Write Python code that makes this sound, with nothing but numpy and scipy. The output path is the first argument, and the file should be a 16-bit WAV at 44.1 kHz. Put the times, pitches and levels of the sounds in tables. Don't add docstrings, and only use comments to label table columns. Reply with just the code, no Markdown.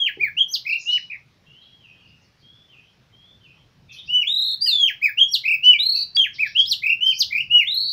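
import sys
import numpy as np
from scipy import signal
from scipy.fft import rfft, irfft
from scipy.io import wavfile
from scipy.ndimage import uniform_filter1d

SR = 44100
rng = np.random.default_rng(int(sys.argv[2]) if len(sys.argv) > 2 else 0)


def transcribe(signal):
    frames = np.atleast_2d(signal).T
    limited = np.clip(frames, -1, 1)
    pcm = np.round(limited * 32767).astype(np.int16)
    wavfile.write(sys.argv[1], SR, pcm)


def decibels_to_gain(level_db):
    exponent = np.asarray(level_db, float) / 20
    return 10 ** exponent


N = 349272

# middle in seconds, level in dB, pitch at the middle and at the end in Hz,
# first swing as a share of the pitch, stretch of the crest spacing as a factor.
RIPPLES = [(.715, -20, 2522, 2582, .09, 1.01), (5.501, -16, 2547, 2385, .11, .97),
           (6.885, -16.5, 2509, 2608, .1, 1.02), (7.369, -20, 2315, 2860, .08, .93)]
# time risen, time of quickening and end in seconds, level in dB,
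# pitch once risen and at the end in Hz, throb in dB.
TRILLS = [(4.302, 4.445, 4.55, -19, 3713, 3990, -1), (5.812, 5.96, 6.04, -18.5, 3905, 4306, 4),
          (7.708, 7.812, 7.93, -20, 3832, 4252, 1.5)]


def read(points, hz):
    f, value = np.transpose(points)
    return np.interp(np.log(hz + 1), np.log(f + 1), value)


def evened(x):
    return x / np.sqrt(np.mean(x ** 2) + 1e-20)


def add(mix, s, sound):
    part = mix[max(round(s * SR), 0):][:len(sound)]
    part += sound[:len(part)]


def tail(onset_s=0.013, longer=0.95):
    # frequency in Hz, 60 dB decay time in seconds before the factor longer.
    decay_times = [(1500, 0.21), (3000, 0.25), (5000, 0.27), (8000, 0.18), (15000, 0.23)]
    taps = np.zeros(SR // 2)
    at = np.arange(100, SR // 2 - 20, 20)
    taps[at + rng.integers(0, 20, len(at))] = rng.choice([-1., 1.], len(at))
    hz, t, z = signal.stft(taps, SR, nperseg=128)
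    t60 = longer * np.maximum(read(decay_times, hz), .05)[:, None]
    envelope = decibels_to_gain(-60 * t / t60) * np.clip(t / onset_s, 0, 1)
    out = signal.istft(z * envelope, SR, nperseg=128)[1]
    return out / np.linalg.norm(out)


def porch(x, wet_db=-9):
    # delay in seconds, level in dB against the direct sound.
    echoes = [(.0021, -12.5), (.0047, -11), (.0083, -15), (0.0137, -18.5), (0.02, -23), (0.031, -25.5)]
    room = decibels_to_gain(wet_db) * tail()
    room[0] = 1
    for s, db in echoes:
        room[round(s * SR)] += decibels_to_gain(db)
    return signal.fftconvolve(x, room / np.linalg.norm(room))[:N]


def air():
    # frequency in Hz, relative density in dB per Hz.
    hush_spectrum = [(15, -48.5), (30, -24.5), (60, -13), (115, 3.5), (180, -8), (300, -13.5), (540, -17),
                     (950, -20.5), (2300, -20.5), (5470, -24.5), (6500, -33), (8000, -42), (15600, -42.5)]
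    # centre in seconds, rise in dB, half width in seconds at 1/e of it.
    swells = [(.29, 9, .1), (2.1, 6.5, .08), (3.6, 4.5, .4), (4.12, 7.5, .08), (6.9, 4, 1.1),
              (7.52, 6, .08)]
    frames, hz = N // 256 + 5, np.fft.rfftfreq(1024, 1 / SR)
    real, imaginary, patches = rng.standard_normal((frames, 513, 3)).T
    patches = evened(uniform_filter1d(uniform_filter1d(patches, 10, 0), 12, 1))
    t = np.arange(frames) * 256 / SR
    swell_db = sum(db * np.exp(-((t - s) / width) ** 2) for s, db, width in swells)
    bass = 1 / (1 + (hz[:, None] / 260) ** 4)
    patch_db = 1.8 * patches
    level_db = read(hush_spectrum, hz)[:, None] + patch_db + bass * swell_db
    z = (real + 1j * imaginary) * decibels_to_gain(level_db)
    noise = signal.istft(z, nperseg=1024, noverlap=768)[1][:N]
    return decibels_to_gain(-58) * evened(noise)


def warbles():
    # (pitch swing at start and at end as shares, throb in dB).
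    chirrup = (1.122, .0117, (0.12, .1, 6.6))
    far = (1.998, .0304, (.085, .065, 4))
    ripple_crests_s = np.array([-.041, -.014, .019, .044])
    out = []
    for middle, _, _, _, swing, stretch in RIPPLES:
        out.append((middle + stretch * ripple_crests_s, (swing, .07, 5)))
    slow_s, fast_s = 0.031, .0172
    steps = np.arange(-5, 8)
    for row in TRILLS:
        crests = row[1] + steps * np.where(steps < 0, slow_s, fast_s)
        out.append((crests, (.006, .1, row[6])))
    for (s, period, swing), count in ((chirrup, 4), (far, 7)):
        out.append((s + period * np.arange(count), swing))
    return out


def warble(lean=0.4, early=0.19):
    t, bend = np.arange(N) / SR, np.array([np.ones(N), np.zeros(N)])
    for crests, (start, end, throb_db) in warbles():
        s = np.r_[2 * crests[0] - crests[1], crests, 2 * crests[-1] - crests[-2]]
        turns = np.interp(t, s, np.arange(len(s)))
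        on = np.clip(2 * np.minimum(turns, len(s) - 1 - turns), 0, 1)
        angle = 2 * np.pi * turns
        swing = np.interp(t, s[[0, -1]], [start, end])
        bend[0] += on * swing * np.cos(angle + lean * (1 - np.cos(angle)))
        bend[1] += on * throb_db * np.cos(angle + early)
    return bend


def whistle(rows, bend=None, waver=.002, fade_s=.004):
    s, db, hz = np.transpose(rows)
    t = np.arange(max(s[0], 0), s[-1], 1 / SR)
    factor, throb_db = (1, 0) if bend is None else bend[:, np.clip((t * SR).astype(int), 0, N - 1)]
    hz = uniform_filter1d(np.interp(t, s, hz), 90, mode="nearest") * factor
    drift = evened(uniform_filter1d(rng.standard_normal(N // 4), 130))[:len(t)]
    hz = hz * (1 + waver * drift)
    fade = np.clip(np.minimum(t - t[0], t[-1] - t) / fade_s, 0, 1)
    height = np.sqrt(2) * decibels_to_gain(np.interp(t, s, db) + throb_db) * fade
    phase = 2 * np.pi * np.cumsum(hz) / SR
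    return t[0], np.array([height * np.cos(phase), height, hz])


def shaped(shape, times, db, pitches_hz, lead_db=0):
    when, level, way = np.transpose(shape)
    s = np.interp(when, range(len(times)), times)
    hz = np.interp(way, range(3), pitches_hz)
    return np.transpose([s, db + level + lead_db * (when < 1), hz])


def around(s, lengths):
    return s - lengths[0], s, s + lengths[1]


def dome_times(start, fall, end, share):
    share = np.clip(share, .33, .85)
    return start, fall, fall + share * (end - fall), end


def song():
    slide, arch, hiccup, sweep = [(0, -18.5, 0.1), (.06, -6.5, .6), (.22, -10, 1), (.29, -3, 1.15),
                                  (.42, -10.5, 1.37), (.49, -0.5, 1.42), (.65, -13, 1.454), (.83, -1, 1.5),
                                  (.93, -5.5, 1.555), (.965, -7, 1.5), (1, -4.5, 1.59), (1.75, -19, 1.961),
                                  (2, -18.5, 2)], [(0, -26.5, 0), (.35, -11, .55), (.65, -4, .95),
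                                                 (1, -1.5, 1), (1.35, -0.5, 1.35), (1.48, -14, 1.48),
                                                 (1.7, -19, 1.75), (2, -11, 2)], [(0, -21, 0.035), (.38, -6.5, .5),
                                                               (.72, -9, 1), (1, 0.5, .72), (1.4, -8, 1),
                                                               (2, -9, 2)], [(0, -40.5, 0.041),
                                                                               (.25, -21, .1),
                                                                               (.65, -22, .3), (1, -13, 1),
                                                                               (1.14, -12.5, 1.17),
                                                                               (1.28, 0, 1.41),
                                                                               (1.5, -1, 1.6),
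                                                                               (1.75, -7, 1.85),
                                                                               (2, -18, 2)]
    ripple, hook, dome_shape, trill = [(0, -35, 0.15), (.15, -9.5, 0.42), (1, 0.5, 1), (2, -3.5, 2)], [(0, -17, 0.17), (.12, -14.5, .5), (.28, -5, .8),
                                                       (.6, -3, 1), (.96, 0.5, .97), (1.25, -13.5, 1.2),
                                                       (1.5, -17, 1.6), (2, -20.5, 2)], [(0, -27, 0.29), (.08, -19, .55),
                                                                     (.2, -7.5, .88), (.6, 0, 1),
                                                                     (1, -2.5, .87), (1.4, -6, 1.25),
                                                                     (2, -12, 1.78), (3, -14, 2)], [(0, -12, 0),
                                                                                   (.2, -10.5, .42),
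                                                                                   (.4, -13, .64),
                                                                                   (.52, 0.5, .78),
                                                                                   (1, -2.5, 1),
                                                                                   (1.33, -0.5, 1.7),
                                                                                   (2, -4.5, 2)]
    # plunge in seconds, level in dB, level of the glide against it in dB.
    slides = [(0.065, -10, -6.5), (4.878, -11.5, 0.7), (6.418, -11.5, -.1), (6.24, -12.5, 3)]
    # top and end in seconds, level in dB, top pitch in Hz.
    arches = [(0.228, 0.288, -15, 2470), (5.047, 5.1, -13, 2539), (6.416, 6.476, -15, 2600)]
    # dip and end in seconds, level in dB.
    hiccups = [(0.414, 0.437, -10), (5.219, 5.26, -7), (6.597, 6.64, -8)]
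    # start and top in seconds, level in dB, lead against it in dB, first and top pitch in Hz.
    sweeps = [(.478, .528, -17.5, -1, 5800, 6600), (5.278, 5.328, -13, -3, 5595, 5694),
              (6.664, 6.702, -14, 7, 4930, 5800), (7.175, 7.195, -12.5, -1.5, 5410, 6700)]
    # start, plunge and end in seconds, level in dB, first, top and last pitch in Hz.
    hooks = [(0.856, 0.969, .987, -15.5, 2570, 2956, 1598), (7.006, 7.11, 7.138, -8.5, 2720, 3130, 2340)]
    # start, fall and end in seconds, share of the rest spent falling
    # before its limits, level in dB, top and last pitch in Hz.
    domes = [(4.076, 4.217, 4.246, .75, -15, 2993, 2133), (5.623, 5.726, 5.771, .38, -7.5, 3011, 2250),
             (7.497, 7.593, 7.641, .56, -8.5, 2935, 2043)]
    # time in seconds, level in dB, pitch in Hz.
    singles = [
        [(1.098, -37, 2367), (1.107, -29, 2500), (1.14, -37, 2132), (1.165, -38.5, 1955)],
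        [(4.662, -19.5, 3100), (4.672, -28.5, 2930), (4.722, -33.5, 2588)],
        [(6.652, -21, 3375), (6.659, -26.5, 3770), (6.667, -32, 4860)],
    ]
    # overtone gain in dB, in the order of kinds below, then of the singles.
    beak_db = [1, -0.5, -4, 3, -0.1, -2.5, -4, -2, -14.5, 11.5, 2]
    # time in seconds, further overtone gain in dB.
    facing = [(0, -3.5), (1.1, 0.6), (4.1, 1), (4.9, 2), (5.6, 0), (6.3, -2.5), (7.2, -0.05), (7.9, -3)]
    kinds = [
        [shaped(slide, around(s, (.271, .037)), db, (4430, 4931, 1615), lead) for s, db, lead in slides],
        [shaped(arch, (s - .034, s, end), db, (1980, hz, 1640)) for s, end, db, hz in arches],
        [shaped(hiccup, (s - .048, s, end), db, (2556, 3350, 3285)) for s, end, db in hiccups],
        [shaped(sweep, (a, s, s + 0.044), db, (*hz, 2640), lead) for a, s, db, lead, *hz in sweeps],
        [shaped(ripple, around(s, (.068, .058)), db, (2050, *hz)) for s, db, *hz, _, _ in RIPPLES],
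        [shaped(hook, row[:3], row[3], row[4:]) for row in hooks],
        [shaped(dome_shape, dome_times(*row[:4]), row[4], (2400, *row[5:])) for row in domes],
        [shaped(trill, (dome[2], row[0], row[2]), row[3], (dome[6], *row[4:6]))
         for dome, row in zip(domes, TRILLS)]]
    kinds += [[rows] for rows in singles]
    out = []
    for notes, db in zip(kinds, beak_db):
        for rows in notes:
            out.append((rows, db + np.interp(rows[-1][0], *np.transpose(facing))))
    return out


def songbird(notes):
    # each a level in dB against the whistle, before colour and beak gain.
    overtones_db = [-30, -42.5, -58.5, -62, -49.5, -46.5, -48, -41]
    # frequency in Hz, gain in dB.
    treble = [(1200, -25.5), (2000, -2.5), (6000, -4), (8000, -4), (10000, -7), (12500, 17), (14000, -5.5),
              (15200, 20), (15800, 16), (16300, -35)]
    voice, bend = np.zeros((N, 4)), warble()
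    for rows, overtone_db in notes:
        s, note = whistle(rows, bend)
        add(voice, s, np.vstack([note, note[1] * decibels_to_gain(overtone_db)]).T)
    swing, height, hz, bright = voice.T
    angle = np.arccos(np.clip(swing / (height + 1e-9), -1, 1))
    flicker_db = 4 * evened(uniform_filter1d(rng.standard_normal((len(overtones_db), N)), 900, axis=1))
    tones = np.zeros(N)
    for k, db in enumerate(overtones_db, 2):
        in_range = k * np.minimum(hz, 5000) < 24000
        tones += decibels_to_gain(db + flicker_db[k - 2]) * np.cos(k * angle) * in_range
    colour = decibels_to_gain(read(treble, np.fft.rfftfreq(N, 1 / SR)))
    tones = irfft(rfft(bright * tones) * colour, N)
    scattered = signal.fftconvolve(tones, tail(onset_s=0.0015, longer=0.44))[:N]
    return swing + tones + decibels_to_gain(-10) * scattered


def knock():
    # frequency in Hz, level in dB,
    # 60 dB decay time in seconds.
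    s, level_db, modes = (.172, -35.5, [(428.3, -4, .15), (382, -2.5, 0.23), (327, -6.5, .15),
                          (801, -20.5, .3)])
    t, out = np.arange(SR // 2) / SR, np.zeros(N)
    ring = sum(decibels_to_gain(db - 60 * t / t60) * np.sin(2 * np.pi * hz * t) for hz, db, t60 in modes)
    add(out, s, decibels_to_gain(level_db) * ring * np.clip(t / 0.0032, 0, 1))
    return out


def far_birds():
    # start in seconds, level in dB, start and end pitch in Hz, length in seconds.
    neighbour_chirps = [(0.66, -43, 5300, 3920, 0.072), (0.776, -43, 5710, 4900, 0.041),
                        (0.796, -46.5, 6640, 6440, 0.058), (0.874, -37.5, 3633, 4400, 0.049),
                        (0.91, -41.5, 5040, 4910, 0.034), (0.899, -42.5, 5700, 6040, 0.023),
                        (1.449, -61.5, 3020, 3350, 0.061), (1.605, -66, 2780, 2860, 0.102),
                        (1.606, -54, 3845, 4040, 0.0211), (2.051, -63.5, 4360, 5000, 0.032),
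                        (2.21, -64, 5940, 4220, 0.03), (2.375, -64.5, 4980, 3930, 0.038),
                        (3.883, -46.5, 2580, 2507, 0.06), (3.888, -45.5, 3590, 3250, 0.02),
                        (3.917, -44.5, 6260, 4050, 0.013), (3.92, -62, 12440, 10300, 0.022),
                        (3.954, -39.5, 3056, 3735, 0.04), (4.052, -48.5, 4500, 5780, 0.019),
                        (5.634, -40.5, 4210, 5150, 0.025), (5.936, -43, 2606, 2708, 0.04),
                        (5.946, -45, 5140, 6160, 0.017), (6.332, -40.5, 5770, 2990, 0.024),
                        (6.451, -37.5, 2840, 6090, 0.017), (6.585, -33, 5700, 4320, 0.0082),
                        (7.051, -37, 5780, 4560, 0.02), (7.116, -35.5, 4285, 5810, 0.048),
                        (7.341, -45, 4630, 5456, 0.025)]
    # place in time (0 start, 1 turn, 2 end),
    # level in dB against the note's, place in pitch (0 first, 1 middle, 2 last).
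    climb, fall = [(0, 1.5, 0), (.3, -1, .2), (1, 1.5, 1), (1.6, -5.5, 1.5), (2, -18, 2)], [(0, -7, 0.09), (.55, -7.5, 0.033), (1, -0.5, 1.2), (1.3, -11, 1.8),
                                      (2, -11, 2)]
    # start, top and end in seconds, level in dB, first and top pitch in Hz.
    climbs = [(1.462, 1.617, 1.8, -54, 2727, 3267), (2.422, 2.586, 2.68, -56, 3200, 3470),
              (3.122, 3.289, 3.41, -57.5, 3130, 3475)]
    # loudest moment in seconds, level in dB.
    falls = [(1.858, -46.5), (2.744, -48), (3.464, -49)]
    # time in seconds, level in dB, pitch in Hz.
    far_ripple = [(1.99, -58, 2646), (2.106, -58.5, 2734), (2.198, -70, 2680)]
    singer, others, bend = np.zeros(N), np.zeros(N), warble()
    notes = [shaped(climb, row[:3], row[3], (*row[4:], row[5])) for row in climbs]
    notes += [shaped(fall, around(s, (.06, .075)), db, (3130, 2680, 2500)) for s, db in falls]
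    notes.append(far_ripple)
    for rows in notes:
        s, note = whistle(rows, bend, waver=0.014, fade_s=0.012)
        add(singer, s, note[0])
    chirps = neighbour_chirps + [(s + .042, db - 14, 2920, 3240, .1) for s, db in falls]
    for s, db, start_hz, end_hz, length in chirps:
        rows = [(s, db, start_hz), (s + length, db, end_hz)]
        add(others, s, whistle(rows, waver=.04, fade_s=0.0012)[1][0])
    blur = signal.fftconvolve(singer, tail(onset_s=0.0011, longer=1.87))[:N]
    blur += signal.fftconvolve(others, tail(onset_s=0.011, longer=1.4))[:N]
    return blur + decibels_to_gain(-3) * singer + decibels_to_gain(-15) * others


def scene():
    splice_s = 6.1678
    notes = song()
    bouts = [[], []]
    for note in notes:
        rows = note[0]
        just_begun = 0 < splice_s - rows[0][0] < .1
        late = rows[-1][0] > splice_s and not just_begun
        bouts[int(late)].append(note)
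    first, second = [porch(songbird(bout)) for bout in bouts]
    over = np.clip((np.arange(N) - splice_s * SR) / 8, 0, 1)
    bird = (1 - over) * first + over * second
    return (bird + far_birds() + air() + knock())[None]


def band_limit(x):
    return signal.sosfilt(signal.butter(12, 15800, fs=SR, output="sos"), x)


def record(dry):
    edge = signal.firwin(511, 15700, window=("kaiser", 8), fs=SR)
    mix = signal.oaconvolve(dry, edge[None], "same")
    return band_limit(mix)


dry = scene()
out = record(dry)
transcribe(out)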